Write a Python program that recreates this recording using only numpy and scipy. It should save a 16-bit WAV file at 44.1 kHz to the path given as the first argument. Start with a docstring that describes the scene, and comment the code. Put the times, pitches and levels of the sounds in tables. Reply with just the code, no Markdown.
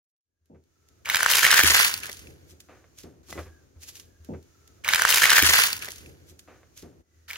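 """Paper cupcake liners, five in a row on asphalt, buckle and crumple under a creeping car, heard close by.
Elastic instability makes the snaps: each pleat flips, its panel rings and its crease cracks, while
fracturing fibres excite the resonances of the paper. Grit ticks by noise bursts; the car knocks as damped
modes and filtered noise, squeaks faintly, and rolls as filtered noise with an engine hum.
The pass is heard twice, the first time fading in; then the tyre touches a fresh row."""
import sys
import numpy as np
from scipy import signal
from scipy.fft import rfft, irfft
from scipy.io import wavfile
from scipy.ndimage import map_coordinates

SR = 44100
rng = np.random.default_rng(int(sys.argv[2]) if len(sys.argv) > 2 else 0)


def output_pcm(signal):
    """Save a mono or channel-first signal as 16-bit PCM at the path in sys.argv[1].

    Samples are clipped to [-1, 1] before scaling.
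    """
    pcm = np.clip(np.atleast_2d(signal).T, -1, 1) * 32767
    wavfile.write(sys.argv[1], SR, np.round(pcm).astype(np.int16))


N = 325017
TIME = np.arange(N) / SR

# Times in the tables precede the repetition in scene(); levels are relative, ahead of later gains.
# Rolling of the car: (time [s], rumble level [dB], tread hiss level [dB])
ROLLING_LEVELS = [(3.2, -59, -64), (3.6, -61.5, -69), (4.15, -62.5, -69), (4.7, -60.5, -63.5),
                  (5.3, -54.5, -70), (6.05, -54, -69), (6.3, -61, -66), (6.7, -62, -67), (7.01, -55.5, -71),
                  (7.03, -76, -81), (7.17, -70, -70), (7.37, -67, -69)]
# Engine hum, plainest as the car starts on the fresh row: (time [s], level [dB])
HUM_LEVELS = [(3.2, -69), (5.3, -63), (7.0, -68), (7.03, -83), (7.18, -59), (7.37, -61)]
# Faint squeaks of the running gear: (time [s], length [s], mid frequency [Hz], level [dB])
SQUEAKS = [(3.394, 0.26, 1644, -63.5), (4.01, 0.36, 1626, -73.5), (4.48, .38, 1308, -71),
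           (7.03, .317, 1960, -78)]
# Soft knocks and scuffs:
# (time [s], boom level [dB], hollow body level [dB], rattle level [dB], shudder decay T60 [s])
KNOCKS = [(3.286, -50, -59.5, -64.5, 0.75), (3.327, -45, -43, -39, 0.011), (3.354, -66, -45.5, -55.5, 0.2),
          (3.378, -35, -47.5, -43, 0.15), (3.459, -41, -63, -60, 0.17), (3.759, -45, -77, -77, 0.23),
          (4.198, -46, -82.5, -85, .1), (4.289, -55, -39, -79, 0.2), (4.313, -46, -40.5, -81, 0.2),
          (4.337, -43, -47, -57.5, 0.13), (5.422, -28.5, -36.5, -59, 0.11),
          (5.487, -36.5, -44, -57.5, 0.14), (5.882, -63, -55, -44, 0.041), (6.306, -47, -63.5, -95, 0.4),
          (6.477, -80, -64, -59, 0.47), (6.632, -58, -80, -60, 0.045), (6.826, -47.5, -52.5, -66.5, 0.41)]
# Grit and flattened paper ticking: (time [s], level [dB], swell time constant [s])
TICKS = [(3.308, -40.5, 0.017), (3.328, -38, 0.001), (3.4, -49.5, 0.05), (3.833, -40.5, 0.012),
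         (3.89, -38.5, 0.012), (3.956, -42, 0.0017), (3.97, -46.5, 0.023), (3.999, -38, .0012),
         (4.247, -43, 0.00027), (4.428, -54, .001), (4.677, -48.5, 0.0013), (5.792, -32, 0.00064),
         (5.857, -32.5, 0.0026), (5.906, -32, 0.001), (5.919, -32, 0.00083), (5.96, -39.5, .0018),
         (5.983, -38.5, 0.00083), (6.066, -54, 0.0041), (6.096, -58, .001), (6.298, -49, 0.015),
         (6.394, -38, 0.0014), (6.777, -42, 0.0034), (6.795, -48.5, 0.021), (6.825, -46, .0015)]
# Tyre pressing on paper, as a light touch, a cup giving way or a last crinkle:
# (time [s], length [s], fibre crackle level [dB], panel flutter level [dB])
PRESSES = [(4.837, 0.037, -42, -37.5), (4.882, 0.2, -29.5, -29), (5.069, .115, -22, -26),
           (5.215, .045, -20.5, -21), (5.291, .095, -21, -23), (5.427, 0.089, -21.5, -26.5),
           (5.52, .11, -20.5, -25.5), (5.807, 0.016, -40.5, -40), (7.278, .03, -46.5, -49.5),
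           (7.328, .05, -48.5, -46.5)]
# Distinct snaps and crinkles of the paper:
# (time [s], panel pitch [Hz], panel level [dB], crack level [dB])
DISTINCT_PLEATS = [(4.8465, 2340, -25, -30.5), (4.8788, 1255, -23, -24.5), (4.8882, 2078, -12.5, -16),
                   (4.9353, 1608, -14, -14.5), (4.9465, 2490, -16, -14.5), (4.9583, 1594, -20, -16),
                   (4.996, 1490, -15.5, -25.5), (5.0198, 1490, -13, -15.5), (5.0511, 1407, -8.5, -18.5),
                   (5.1036, 3183, -25.5, -12), (5.1252, 2798, -12.5, -20.5), (5.1441, 3014, -26, -15),
                   (5.1589, 3293, -32.5, -15), (5.1821, 2503, -16, -17.5), (5.2206, 1661, -13, -19),
                   (5.2323, 1702, -14.5, -21.5), (5.2397, 1940, -9, -15), (5.2545, 2168, -11, -17.5),
                   (5.2954, 1720, -17, -17.5), (5.3036, 2150, -29, -11.5), (5.3312, 1474, -13.5, -15.5),
                   (5.3562, 1775, -16, -22), (5.3692, 1698, -11.5, -20), (5.382, 1560, -8.5, -14),
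                   (5.3915, 1560, -11.5, -19.5), (5.4005, 1680, -13.5, -26), (5.424, 2453, -17, -13.5),
                   (5.435, 1640, -18.5, -18.5), (5.4657, 1503, -20.5, -15.5), (5.5329, 2020, -19, -16),
                   (5.5421, 1490, -12, -25), (5.5561, 2545, -17, -20), (5.5816, 2080, -14, -17.5),
                   (5.59, 1356, -11, -20.5), (5.611, 2170, -22.5, -24), (5.6365, 2500, -22, -16.5),
                   (5.6632, 3190, -30, -21.5), (5.7295, 1310, -58, -19.5), (5.766, 2260, -54, -29),
                   (5.823, 2400, -30, -34), (5.8459, 1700, -40, -33), (5.8852, 2000, -33, -34),
                   (6.0603, 2570, -44, -61), (7.304, 2210, -31, -40.5), (7.3096, 2290, -30, -36.5),
                   (7.3323, 2330, -34, -38), (7.358, 2640, -32.5, -45)]
# Bearing of the yielding paper: (time [s], lag of the left microphone [samples])
PAPER_BEARING = [(4.85, 2.1), (5.2, 0), (5.4, -3), (5.6, -8.5), (6, -9), (7.28, 2.5)]

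# Spectrum of the car's rumble: (frequency [Hz], level [dB])
RUMBLE_SPECTRUM = [(15, -41.5), (28, -20), (40, -8.5), (60, -4.5), (82, 1), (120, -5.5), (200, -12.5),
                   (340, -8), (480, -13.5), (700, -21), (1050, -28), (5000, -50)]
# Spectrum of the tread hiss: (frequency [Hz], level [dB])
HISS_SPECTRUM = [(800, -6.5), (1400, 4), (2000, -0.5), (3200, -4), (5000, -2.5), (6700, 3.5), (7700, -9),
                 (15000, -9.5)]
# Spectrum of the hollow body thud: (frequency [Hz], level [dB])
HOLLOW_SPECTRUM = [(40, -23.5), (120, -1.5), (170, -2), (240, -2), (380, 0.5), (460, -5), (590, -11.5),
                   (720, -16.5), (880, -17.5), (1200, -38), (4000, -54), (12000, -72)]
# Spectrum of the rattle: (frequency [Hz], level [dB])
RATTLE_SPECTRUM = [(200, -20), (500, 3.5), (750, -0.5), (950, -5), (1250, 0.5), (1700, -5), (1960, -6.5),
                   (2300, -7.5), (4000, -22), (12000, -44)]
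# Spectrum of the grit: (frequency [Hz], level [dB])
GRIT_SPECTRUM = [(300, -18.5), (1400, -8.5), (2600, -1), (4500, 0), (6700, 3.5), (8000, -4.5),
                 (12000, -0.5), (15500, -10)]
# Spectrum of the fracturing fibres: (frequency [Hz], level [dB])
FIBRE_SPECTRUM = [(200, -24), (700, -14.5), (1500, -2.5), (2800, -2.5), (4500, -2), (6700, -1.5),
                  (8300, -7.5), (12000, -1.5), (15500, -8)]
# Spectrum of the fluttering panels: (frequency [Hz], level [dB])
PANEL_SPECTRUM = [(60, -29.5), (180, -22), (400, -12.5), (800, -11), (1150, -6), (1550, 2.5), (2200, -2),
                  (3000, -2.5), (6000, -25)]
# Spectrum of the cracking creases: (frequency [Hz], level [dB])
CRACK_SPECTRUM = [(300, -18), (1500, -6), (3000, 0.5), (6500, -3), (8300, -6), (12000, -3), (15500, -4)]

PASS_END_S, REPEAT_S = 7.02, 3.78948
FADE_FROM_S, FADE_LENGTH_S = .18, 1.37
CAR_LAG = -15.5  # samples by which the left microphone lags for the car's low sounds
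TOP_HZ = 15700
# A press builds, holds and lets go; the flattened paper rustles on under the tread.
PRESS_ATTACK_S, PRESS_RELEASE_S = .005, 0.056
RUSTLE_DB, RUSTLE_FALL_DB_PER_S = -14.5, 63.5
# Further pleats buckle at random; their levels are relative to the crumple around them.
PLEATS_PER_S, PLEAT_HZ, PLEAT_SPREAD_OCTAVES = 100, 1770, .38
PLEAT_PANEL_DB, PLEAT_CRACK_DB, PLEAT_SPREAD_DB = -1.5, -.5, 1.5


def amp(db):
    """Amplitude ratio of a level in decibels."""
    return 10 ** (np.asarray(db) / 20)


def unit(x):
    """Normalisation to a root mean square of 1."""
    return x / np.sqrt(np.mean(x ** 2))


def curves(table):
    """Linear interpolation of each table column at every sample."""
    s, *columns = np.transpose(table)
    return [np.interp(TIME, s, c) for c in columns]


def add(out, s, sound):
    """Superposition: mix a sound in from time s."""
    i = int(s * SR)
    part = sound[:max(N - i, 0)]
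    out[i:i + len(part)] += part


def colour(x, points, size=1024):
    """Minimum-phase filtering to a given spectrum; white noise keeps its power."""
    hz, db = np.transpose(points)
    grid = np.maximum(np.arange(size // 2 + 1) * SR / size, 1)
    level_db = np.interp(np.log(grid), np.log(hz), db)
    cepstrum = irfft(np.log(amp(level_db)))
    # folding the cepstrum makes the response causal
    cepstrum[1:size // 2] *= 2
    cepstrum[size // 2 + 1:] = 0
    response = irfft(np.exp(rfft(cepstrum)))
    return signal.oaconvolve(x, response / np.linalg.norm(response))[:N]


def band(x, hz, q):
    """Resonance of a single damped oscillator."""
    return signal.lfilter(*signal.iirpeak(min(hz, SR / 2 - 1), q, fs=SR), x)


def mode(t, hz, t60):
    """Free vibration of one mode under exponential damping."""
    return np.sin(2 * np.pi * hz * t) * np.exp(-np.log(1000) * t / t60)


def burst(t, swell_s, decay_s):
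    """Exponential envelope that swells up to t = 0 and dies away after it."""
    return np.exp(np.minimum(t / swell_s, -t / decay_s))


def walk(rate):
    """Slow random drift with a spread near 1, from rate random knots a second."""
    knots = rng.standard_normal(int(N / SR * rate) + 2)
    return np.interp(TIME * rate, np.arange(len(knots)), knots)


def clicks(rate, spread_db):
    """Random impulses of widely varied size, like tiny fractures: most are weak, a few strong."""
    chance, size, sign = rng.random(N), rng.standard_normal(N), rng.choice([-1, 1], N)
    return (chance < rate / SR) * sign * amp(spread_db * np.minimum(size, 2))


def microphones(x, lag):
    """Arrival-time difference: sound reaches the left microphone lag samples after the right."""
    return np.array([map_coordinates(x, [np.arange(N) + way * lag / 2], order=3) for way in (-1, 1)])


def echoes(x, db, decay_s):
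    """Diffuse reflection: scattered echoes die away, different for each microphone."""
    t = TIME[:SR // 3]
    responses = rng.standard_normal((2, len(t))) * np.exp(-t / decay_s) * (t > .0005)
    return amp(db) * np.array([signal.oaconvolve(x, r / np.linalg.norm(r))[:N] for r in responses])


def rolling(side_db=-5, hum_hz=80, waver=0.0089):
    """Broadband rolling noise: correlated rumble and a common engine hum under a thin uncorrelated hiss."""
    rumble_db, hiss_db = curves(ROLLING_LEVELS)
    hum_db, = curves(HUM_LEVELS)
    mid, side = (colour(rng.standard_normal(N), RUMBLE_SPECTRUM, size=8192) for _ in range(2))
    hum_phase = 2 * np.pi * np.cumsum(hum_hz * (1 + waver * walk(36))) / SR
    hum = amp(hum_db + 2.5 * walk(9)) * np.sin(hum_phase)
    rumble = microphones(mid, CAR_LAG) + amp(side_db) * side * np.array([[1], [-1]])
    rumble *= amp(rumble_db + 2 * walk(11))
    hiss = np.array([colour(rng.standard_normal(N), HISS_SPECTRUM) for _ in range(2)])
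    return rumble + hum + hiss * amp(hiss_db + 1.4 * walk(11))


def squeaks(fall=.07):
    """Friction tone, randomly modulated by rubbing, that swells, sinks in pitch and fades."""
    out = np.zeros(N)
    for s, length, hz, db in SQUEAKS:
        progress = np.clip((TIME - s) / length, 0, 1)
        phase = 2 * np.pi * np.cumsum(hz * (1 + fall * (.5 - progress))) / SR
        rub = walk(130) * np.sin(phase) + walk(130) * np.cos(phase)
        out += amp(db) * np.sin(np.pi * progress) * rub
    return out


def knocks(boom_hz=81, boom_t60=0.22, rise_s=0.0036, blow_db=16, shudder_db=1, clack_db=17,
           ring_hz=1960, ring_t60=0.1, ring_db=-3):
    """Impact response: a low boom mode, a hollow thud that shudders on, a clack that rattles and rings."""
    t = TIME[:SR // 2]
    boom, body, rattle, ring = np.zeros((4, N))
    rise = 1 - np.exp(-t / rise_s)
    blow = t == 0  # a single impulse
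    for s, boom_db, body_db, rattle_db, t60 in KNOCKS:
        shudder = rise * np.exp(-np.log(1000) * t / t60) * rng.standard_normal((2, len(t)))
        pitch = ring_hz * (1 + 0.028 * rng.standard_normal())
        add(boom, s, amp(boom_db) * rise * mode(t, boom_hz, boom_t60))
        add(body, s, amp(body_db) * (amp(blow_db) * blow + amp(shudder_db) * shudder[0]))
        add(rattle, s, amp(rattle_db) * (amp(clack_db) * blow + shudder[1]))
        add(ring, s, amp(rattle_db + ring_db) * mode(t, pitch, ring_t60))
    low = amp(4.5) * boom + amp(8.5) * colour(body, HOLLOW_SPECTRUM, size=4096)
    return microphones(low, CAR_LAG) + amp(9) * colour(rattle, RATTLE_SPECTRUM) + ring


def ticks(tick_s=0.00052, trail_db=-12, settle_db=-22, settle_s=0.07):
    """Granular fracture: grit grinds under the tread, pops, trails off in smaller crackles and settles."""
    lead, trail_s = .08, .009  # seconds kept ahead of the pop; decay of the crackles
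    t = TIME[:SR // 3] - lead
    force = np.zeros(N)
    for s, db, swell_s in TICKS:
        pop = burst(t, swell_s, tick_s + swell_s)
        trail = amp(trail_db) * burst(t, swell_s, trail_s)
        settling = amp(settle_db) * burst(t, swell_s + .004, settle_s)
        add(force, s - lead, amp(db) * (pop + trail + settling))
    fractures = unit(clicks(rate=6600, spread_db=7.0))
    return amp(-4.5) * colour(force * fractures, GRIT_SPECTRUM)


def crush():
    """Loading envelope: gains of fibre crackle and panel flutter, with attack, hold and release into a rustle."""
    power = np.zeros((2, N))
    for s, length, fibre_db, panel_db in PRESSES:
        held = np.maximum(TIME - s, 0)
        past = np.maximum(TIME - s - length, 0)
        rustle = amp(RUSTLE_DB - RUSTLE_FALL_DB_PER_S * past)
        release = np.maximum(np.exp(-past / PRESS_RELEASE_S), rustle)
        attack = 1 - np.exp(-held / PRESS_ATTACK_S)
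        power += np.outer(amp([fibre_db, panel_db]), attack * release) ** 2
    return np.sqrt(power)


def grains(low_hz, high_hz, rate, spread_db, count):
    """Modal excitation: each tiny fracture rings its own mix of resonances, which shifts as the paper folds."""
    cracks = clicks(rate, spread_db)
    out = np.zeros(N)
    for hz in np.geomspace(low_hz, high_hz, count):
        folding = amp(2.5 * walk(35))
        mix = rng.standard_normal(N) * amp(2 * rng.standard_normal(N))
        out += band(cracks * mix * folding, hz, 3.1) / (1 + hz / 9000)
    return out


def crumple(fibre_gain, panel_gain, flurry_db=3.0):
    """Crackling noise: fibres fracture in dense flurries while the paper panels flutter."""
    flurry = amp(flurry_db * walk(160))
    fibre_grains = grains(1500, 14000, rate=3500, spread_db=5.5, count=7)
    panel_grains = grains(450, 3000, rate=800, spread_db=3.5, count=6)
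    fibres = unit(colour(fibre_grains, FIBRE_SPECTRUM) * flurry)
    panels = unit(colour(panel_grains, PANEL_SPECTRUM) * flurry)
    return fibres * fibre_gain + panels * panel_gain


def random_pleats(fibre_gain, panel_gain):
    """Random buckling whose strength follows the load; rows like DISTINCT_PLEATS."""
    at = np.flatnonzero((rng.random(N) < PLEATS_PER_S / SR) & (fibre_gain > 0))
    pitch, panel, crack = np.clip(rng.standard_normal((N, 3))[at], -2, 2).T
    hz = PLEAT_HZ * 2 ** (PLEAT_SPREAD_OCTAVES * pitch)
    panel_db = 20 * np.log10(panel_gain[at]) + PLEAT_PANEL_DB + PLEAT_SPREAD_DB * panel
    crack_db = 20 * np.log10(fibre_gain[at]) + PLEAT_CRACK_DB + PLEAT_SPREAD_DB * crack
    return list(zip(TIME[at], hz, panel_db, crack_db))


def snaps(rows, rise_s=0.00016, ring_s=0.0011, crack_s=0.0011, swell_s=0.00013,
          crinkle_s=0.0025, crinkle_db=-12, delay_s=0.00033):
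    """Snap-through buckling: a flipped panel rings a few cycles; its crease cracks amid a brief crinkle."""
    lead = .008  # seconds kept ahead of the flip
    t = TIME[:SR // 40] - lead
    after = np.maximum(t, 0)
    energy = SR * .0015  # that of an rms of 1 over 1.5 ms
    rise = (1 - np.exp(-after / rise_s)) ** 2
    crinkle = amp(crinkle_db) * burst(t - delay_s, crinkle_s, crinkle_s)
    tearing = burst(t - delay_s, swell_s, crack_s) + crinkle
    panels, cracks = np.zeros(N), np.zeros(N)
    for s, hz, panel_db, crack_db in rows:
        ring = -np.sin(2 * np.pi * hz * after) * rise * np.exp(-after / ring_s)
        tear = rng.standard_normal(len(t)) * tearing
        add(panels, s - lead, amp(panel_db) * ring * np.sqrt(energy / np.sum(ring ** 2)))
        add(cracks, s - lead, amp(crack_db) * tear * np.sqrt(energy / np.sum(tear ** 2)))
    return panels + amp(2.5) * colour(cracks, CRACK_SPECTRUM)


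def fade_in():
    """Raised-cosine gain that rises smoothly from near silence."""
    progress = np.clip((TIME - FADE_FROM_S) / FADE_LENGTH_S, .02, 1)
    return np.sin(np.pi / 2 * progress) ** 2


def scene():
    """Superposition of direct and reflected sound: one pass, heard twice, and the start of the next."""
    pressing = crush()
    pleats = snaps(DISTINCT_PLEATS + random_pleats(*pressing))
    car = knocks() + squeaks()
    # paper and grit crackle all across the tread, so part of the sound differs between the microphones
    near, left, right = (crumple(*pressing) + ticks() for _ in range(3))
    lag, = curves(PAPER_BEARING)
    paper = microphones(pleats + amp(-3.5) * near, lag) + amp(-1.5) * np.array([left, right])
    # road and wheel reflect at once; the floor pan rings on faintly
    paper += echoes(pleats, db=-4, decay_s=.0015)
    paper += echoes(paper.mean(axis=0), db=-15, decay_s=.04)
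    car = car + echoes(car.mean(axis=0), db=-11, decay_s=.015)
    balance = amp(np.array([[-.3], [.3]]))
    out = paper * balance + car + rolling()
    end, shift = int(PASS_END_S * SR), int(REPEAT_S * SR)
    first_pass, second_pass_and_next = out[:, shift:end], out[:, end - shift:]
    return np.hstack([first_pass, second_pass_and_next]) * fade_in()


def record(dry, low_cut_hz=34):
    """Band limiting and saturation: cut the deepest bass, clip the tallest peaks, then cut the top."""
    high_pass = signal.butter(4, low_cut_hz, "highpass", fs=SR, output="sos")
    clipped = np.clip(signal.sosfilt(high_pass, dry), -1, 1)
    low_pass = signal.ellip(8, .2, 70, TOP_HZ, fs=SR, output="sos")
    return signal.sosfilt(low_pass, clipped)


dry = scene()
out = record(dry)
output_pcm(out)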